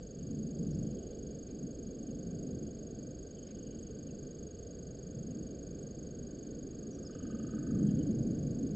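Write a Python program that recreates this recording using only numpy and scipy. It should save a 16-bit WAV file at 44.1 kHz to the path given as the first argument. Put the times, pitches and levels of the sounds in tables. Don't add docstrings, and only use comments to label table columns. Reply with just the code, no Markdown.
import sys
import numpy as np
from scipy import signal
from scipy.fft import rfft, irfft
from scipy.io import wavfile
from scipy.ndimage import uniform_filter1d

SR = 44100
rng = np.random.default_rng(int(sys.argv[2]) if len(sys.argv) > 2 else 0)


def waveform_to_disk(signal):
    frames = np.transpose(np.atleast_2d(signal))
    scaled = np.clip(frames, -1, 1) * 32767
    samples = np.round(scaled).astype(np.int16)
    wavfile.write(sys.argv[1], SR, samples)


N = 385875
TIME = np.arange(N) / SR
FREQS = np.maximum(np.fft.rfftfreq(N, 1 / SR), 1)
FRAME_HZ, MIC_CUTOFF_HZ = 25, 7950

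# frequency in Hz, relative level in dB.
HISS_EQ = [(600, -14), (1030, -9), (1250, -6.5), (1750, -5), (2200, -12.5), (2650, -9.5), (3050, -4.5),
           (3400, -4), (3800, -13.5), (5300, -12), (5750, -17), (6300, -8.5), (6950, 0.5), (7400, -0.5),
           (7900, -6.5)]
LOWER_GUST_EQ = [(40, -27.5), (70, -13.5), (105, -10.5), (140, 0.5), (178, -0.5), (215, -13), (300, -31),
                 (600, -70.5)]
UPPER_GUST_EQ = [(100, -31), (170, -14.5), (215, -1.5), (245, -2), (295, -2), (370, -14.5), (500, -26),
                 (800, -63)]
TREE_RUSH_EQ = [(120, -17), (220, -9), (310, -2), (380, 0), (440, 0.5), (510, -2), (590, -10.5), (660, -12),
                (780, -25), (900, -33), (1050, -55.5), (1500, -54.5)]
DEEP_RUMBLE_EQ = [(10, -14), (22, -7), (38, -1), (60, 1.5), (85, 0), (110, -3), (170, -14.5), (400, -49.5)]
RUSTLE_EQ = [(1300, -13), (1800, -2), (2400, 1), (3200, -5), (5000, -3), (6000, -22)]
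FAINT_TOP_HISS_EQ = [(8500, -13), (10500, -2), (14000, 1), (15500, -4.5)]
# centre in Hz, width in Hz, boost in dB.
HOUSING_PEAKS = [(1170, 190, 7), (1538, 203, 9), (2362, 81, 9), (4683, 690, 16.5)]
# time in seconds, relative level in dB.
WIND_RIDE = [(0.0, -51), (.15, -51), (.32, -37.5), (.55, -41.5), (.68, -35), (.88, -38.5), (1.1, -52),
             (1.3, -43.5), (1.47, -49.5), (1.63, -43), (2.0, -45), (2.17, -40), (2.55, -43), (2.88, -50),
             (3.04, -42.5), (3.27, -55), (3.4, -48.5), (4.42, -46.5), (4.62, -50), (5.33, -43.5),
             (5.54, -47.5), (6.5, -46), (7.08, -45), (7.35, -40.5), (7.6, -37.5), (7.86, -30), (8.1, -33.5),
             (8.42, -37.5), (8.6, -37), (8.75, -37.5)]
# time in seconds, tilt from the lower to the upper rumble in dB.
GUST_TILT = [(0, -3), (.7, -1.5), (1.6, 4), (2.3, 0.5), (3.1, 0), (4.4, -2), (5.4, 0), (6.2, 4.5),
             (7.0, 4.5), (7.8, 0), (8.6, -3.5)]
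# time into the frame in seconds, relative level in dB.
FRAME_TICKS = [(.0094, -65.5), (.0206, -78), (.0256, -70), (.0297, -67.8), (.0379, -74), (.0395, -69.5)]
# frequency in Hz, gain in dB, time constant in seconds.
TICK_MODES = [(2930, -8, 0.00038), (4633, 5.5, 0.00047), (7300, -11, 0.00045)]
BURST_TRIMS_DB = [-0.76, -0.34, -0.87, -2.2, -0.56]
# start in seconds, length in seconds, level in dB.
RUSTLES = [(1.465, 0.065, -72.5), (3.454, 0.085, -69)]
# start in seconds, level in dB.
PEEPS = [(1.725, -74), (3.796, -70.3), (5.798, -70.5), (7.84, -70.3)]
# start and length in seconds, first and last pitch in Hz,
# relative level in dB, rasp from 0 to 1.
CHIRPS = [(.19, .035, 3200, 2550, -67.5, .12), (.695, .04, 5950, 5500, -67, .25),
          (.728, .028, 5600, 4900, -63, .15), (2.074, .048, 3250, 2550, -67.5, .15),
          (3.463, .025, 5400, 5050, -63, .4), (4.074, .037, 3200, 2500, -62.5, .15),
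          (5.295, .04, 3150, 2550, -70, .18), (6.908, .066, 5850, 5780, -59, .3),
          (7.045, .038, 5550, 4600, -49.2, .2), (7.874, .036, 3150, 3000, -63, .3),
          (8.0, .024, 3250, 2950, -58, .2)]
# start in seconds, relative level in dB.
TWITTER = [(.858, -73), (.895, -72), (.965, -71), (1.015, -73), (1.11, -71), (3.361, -66.5), (3.415, -74),
           (3.545, -71), (3.59, -71.5), (3.647, -69), (3.703, -71), (3.78, -73), (3.853, -73), (7.116, -68),
           (7.152, -68.5), (7.205, -68.5), (7.25, -70), (7.305, -69), (7.38, -68), (7.425, -72),
           (7.52, -74), (7.785, -71), (7.88, -70), (7.975, -70)]
# frequency in Hz, relative level in dB, 60 dB decay in seconds.
TRUNK_MODES = [(1255, 0, 0.02), (1510, -11, 0.025), (1690, -9, 0.014), (2550, -19, 0.012)]
# time in seconds, peak level in dB.
BEAK_TAPS = [(6.983, -59), (7.043, -55.5), (7.098, -54), (7.151, -52.5), (7.203, -54), (7.252, -51.5),
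             (7.302, -53), (7.349, -53), (7.398, -52), (7.446, -52), (7.491, -51.5), (7.537, -50.5),
             (7.581, -52.5), (7.626, -54), (7.669, -53.5), (7.709, -55.5), (7.754, -57.5), (7.795, -55)]
# frequency in Hz, gain in dB.
SCATTER_EQ = [(1100, -11), (1340, -7), (1490, 6.5), (1750, 6.5), (2000, 5), (2600, 7), (3200, 1)]
# frequency in Hz, left minus right in dB.
STEREO_BALANCE = [(280, 0), (400, -2.9), (500, -3.5), (800, .2), (1200, -4.6), (1750, -.4), (2700, 2.7),
                  (3900, 2.3), (5600, .7), (6600, 1.2), (7300, .3)]
# frequency in Hz, lead of the left channel in radians.
STEREO_PHASE = [(160, 0), (340, -.32), (660, .15), (970, -.28), (1520, .36), (2600, 0)]


def from_db(db):
    return 10 ** (np.asarray(db) / 20)


def curve(points):
    hz, values = np.transpose(points)
    return np.interp(np.log(FREQS), np.log(hz), values)


def equalise(sound, eq_db):
    return irfft(rfft(sound) * from_db(eq_db), N)


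def noise(eq_db):
    coloured = equalise(rng.standard_normal(N), eq_db)
    return coloured / np.sqrt(np.mean(coloured ** 2) + 1e-20)


def drift(rate, size=N):
    knots = rng.standard_normal(int(size / SR * rate) + 2)
    return np.interp(np.arange(size) / SR * rate, np.arange(len(knots)), knots)


def add(track, start_s, sound):
    start = int(start_s * SR)
    track[start:start + len(sound)] += sound[:N - start]


def forest_reverb(sound, t60, wet_db):
    t = TIME[:SR]
    tail = rng.standard_normal(SR) * from_db(-60 * t / t60) * (1 - np.exp(-t / 0.044))
    return from_db(wet_db) * signal.fftconvolve(sound, tail / np.linalg.norm(tail))[:N]


def hiss(level_db=-69.5, split_hz=2100, rise_db_per_s=0.4951):
    peaks_db = sum(db * np.exp2(-(2 * (FREQS - hz) / width) ** 2) for hz, width, db in HOUSING_PEAKS)
    rolloff_db = -60 * np.maximum(np.log2(FREQS / MIC_CUTOFF_HZ), 0)
    bed = noise(curve(HISS_EQ) + peaks_db + rolloff_db)
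    body = irfft(rfft(bed) / (1 + (FREQS / split_hz) ** 10), N)
    top = bed - body
    return from_db(level_db) * (top + body * from_db(-0.3 + rise_db_per_s * TIME))


def moan(gust_db, centre_hz=216, width_hz=46, top_db=-34.5, growth=1.19):
    resonance_db = -20 * np.log10(1 + (2 * (FREQS - centre_hz) / width_hz) ** 2)
    return from_db(top_db + growth * (gust_db - gust_db.max())) * noise(resonance_db)


def wind(eddy_db=2.02, eddies_per_s=8, lag_s=0.33, settle_s=0.41):
    ride_db = np.interp(TIME, *np.transpose(WIND_RIDE))
    tilt_db = np.interp(TIME, *np.transpose(GUST_TILT))
    mean_db = ride_db.mean()
    gust_db = ride_db - mean_db
    lower_db = mean_db - 4 - tilt_db / 2 + 0.99 * gust_db
    upper_db = mean_db - 3 + tilt_db / 2 + 0.98 * gust_db
    lower = from_db(lower_db + eddy_db * drift(eddies_per_s)) * noise(curve(LOWER_GUST_EQ))
    upper = from_db(upper_db + eddy_db * drift(eddies_per_s)) * noise(curve(UPPER_GUST_EQ))
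    smoothed_db = uniform_filter1d(gust_db, int(settle_s * SR), mode="nearest")
    late_db = np.interp(TIME - lag_s, TIME, smoothed_db)
    rush = from_db(-49.5 + 0.3 * late_db) * noise(curve(TREE_RUSH_EQ))
    deep = from_db(-51.5 + 0.37 * late_db) * noise(curve(DEEP_RUMBLE_EQ))
    return lower + upper + rush + deep + moan(gust_db)


def camera_buzz(whine_hz=6600, whine_db=-50, on_s=.0278, off_s=.0383, idle_hz=6740, idle_db=-73):
    in_frame = TIME % (1 / FRAME_HZ)
    gate = (in_frame > on_s) & (in_frame < off_s)
    edge = signal.windows.hann(100)
    envelope = np.convolve(gate, edge / edge.sum(), "same") * from_db(0.5 * drift(30))
    envelope *= from_db(np.take(BURST_TRIMS_DB, (TIME * FRAME_HZ).astype(int), mode="wrap"))
    phase_jitter = 0.68 * drift(40)
    burst = from_db(whine_db) * envelope * np.sin(2 * np.pi * whine_hz * TIME + phase_jitter)
    overshoot_hz, settle_s, fade_s = 420, .009, .0064
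    cycles = idle_hz * in_frame - overshoot_hz * settle_s * np.exp(-in_frame / settle_s)
    idle = from_db(idle_db) * np.exp(-in_frame / fade_s) * np.sin(2 * np.pi * cycles)
    low_shelf_db = curve([(6250, -14), (6550, 0)])
    return equalise(burst + idle, low_shelf_db)


def camera_ticks(uneven_db=1.5, sizzle_from_s=.0105, sizzle_to_s=.0255, sizzle_per_s=2500):
    clicks = np.zeros(N)
    frame_starts = np.arange(0, TIME[-1] - 1 / FRAME_HZ, 1 / FRAME_HZ)
    for offset_s, db in FRAME_TICKS:
        times = frame_starts + offset_s + rng.uniform(0, .0003, len(frame_starts))
        clicks[(times * SR).astype(int)] = from_db(db + 0.5 + uneven_db * rng.standard_normal(len(times)))
    in_frame = TIME % (1 / FRAME_HZ)
    gate = (in_frame > sizzle_from_s) & (in_frame < sizzle_to_s)
    envelope = gate * from_db(-75.5 - 400 * (in_frame - sizzle_from_s))
    grains = (rng.random(N) < sizzle_per_s / SR) * rng.standard_normal(N)
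    t = TIME[:SR // 100]
    ring = sum(from_db(db) * t / ring_s * np.exp(1 - t / ring_s) * np.sin(2 * np.pi * hz * t)
               for hz, db, ring_s in TICK_MODES)
    return signal.fftconvolve(clicks + envelope * grains, ring)[:N]


def rustles():
    envelope = np.zeros(N)
    for start_s, length_s, db in RUSTLES:
        add(envelope, start_s, from_db(db) * np.sin(np.linspace(0, np.pi, int(length_s * SR))))
    return envelope * noise(curve(RUSTLE_EQ))


def peeps(length_s=.033, top_hz=7920, rise_hz=1050, rise_s=.009):
    track, t = np.zeros(N), TIME[:int(length_s * SR)]
    hz = top_hz - rise_hz * np.exp(-(t / rise_s) ** 2)
    call = np.sqrt(np.sin(np.pi * t / length_s)) * np.sin(2 * np.pi * np.cumsum(hz) / SR)
    for start_s, db in PEEPS:
        add(track, start_s, from_db(db) * call)
    return track


def whistle(hz, level_db, flutter_db=2):
    swell = np.sin(np.linspace(0, np.pi, len(hz)))
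    gain = from_db(level_db + flutter_db * drift(250, len(hz)))
    return swell * gain * np.sin(2 * np.pi * np.cumsum(hz) / SR)


def birds(rasp_hz=400, note_s=.04, note_hz=3050, spread_hz=90, fall_hz=380, shake_hz=230):
    near, far = np.zeros(N), np.zeros(N)
    for start_s, length_s, first_hz, last_hz, db, rasp in CHIRPS:
        slide = np.linspace(first_hz, last_hz, int(length_s * SR))
        hz = slide + rasp * rasp_hz * drift(600, len(slide))
        add(near, start_s, whistle(hz, db - 4.5))
    fall = fall_hz * np.linspace(.5, -.5, int(note_s * SR))
    for start_s, db in TWITTER:
        hz = rng.normal(note_hz, spread_hz) + fall + shake_hz * drift(900, len(fall))
        add(far, start_s, whistle(hz, db - 1.3))
    near += forest_reverb(near, t60=.55, wet_db=-9)
    far += forest_reverb(far, t60=.7, wet_db=-1.5)
    return near + far


def woodpecker(attack_s=.005, echo_s=.03, echo_db=-17, predelay_s=.025):
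    taps, t = np.zeros(N), TIME[:SR // 10]
    for tap_s, peak_db in BEAK_TAPS:
        ring = np.zeros(len(t))
        for hz, db, t60 in TRUNK_MODES:
            decay = from_db(db + rng.normal(0, 2) - 60 * t / t60)
            detuned_hz = hz * rng.normal(1, .012)
            ring += decay * np.sin(2 * np.pi * (detuned_hz * t + rng.random()))
        knock = ring * (1 - np.exp(-(t / attack_s) ** 2))
        knock *= from_db(peak_db) / np.abs(knock).max()
        add(taps, tap_s - attack_s / 2, knock)
        add(taps, tap_s + echo_s, from_db(echo_db) * knock)
    send = equalise(taps, curve(SCATTER_EQ))
    add(taps, predelay_s, forest_reverb(send, t60=1.0, wet_db=0))
    return taps


def scene():
    mix = wind() + hiss() + camera_buzz() + camera_ticks() + woodpecker() + birds() + peeps() + rustles()
    left = from_db(curve(STEREO_BALANCE) / 2) * np.exp(1j * curve(STEREO_PHASE) / 2)
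    return irfft(rfft(mix) * np.array([left, 1 / left]), N)


def record(dry, top_hiss_db=-98, top_hz=15300):
    mic_lowpass = signal.ellip(10, .2, 80, MIC_CUTOFF_HZ, fs=SR, output="sos")
    final_lowpass = signal.ellip(10, .2, 80, top_hz, fs=SR, output="sos")
    top_hiss = from_db(top_hiss_db) * noise(curve(FAINT_TOP_HISS_EQ))
    return signal.sosfilt(final_lowpass, signal.sosfilt(mic_lowpass, dry) + top_hiss)


dry = scene()
out = record(dry)
waveform_to_disk(out)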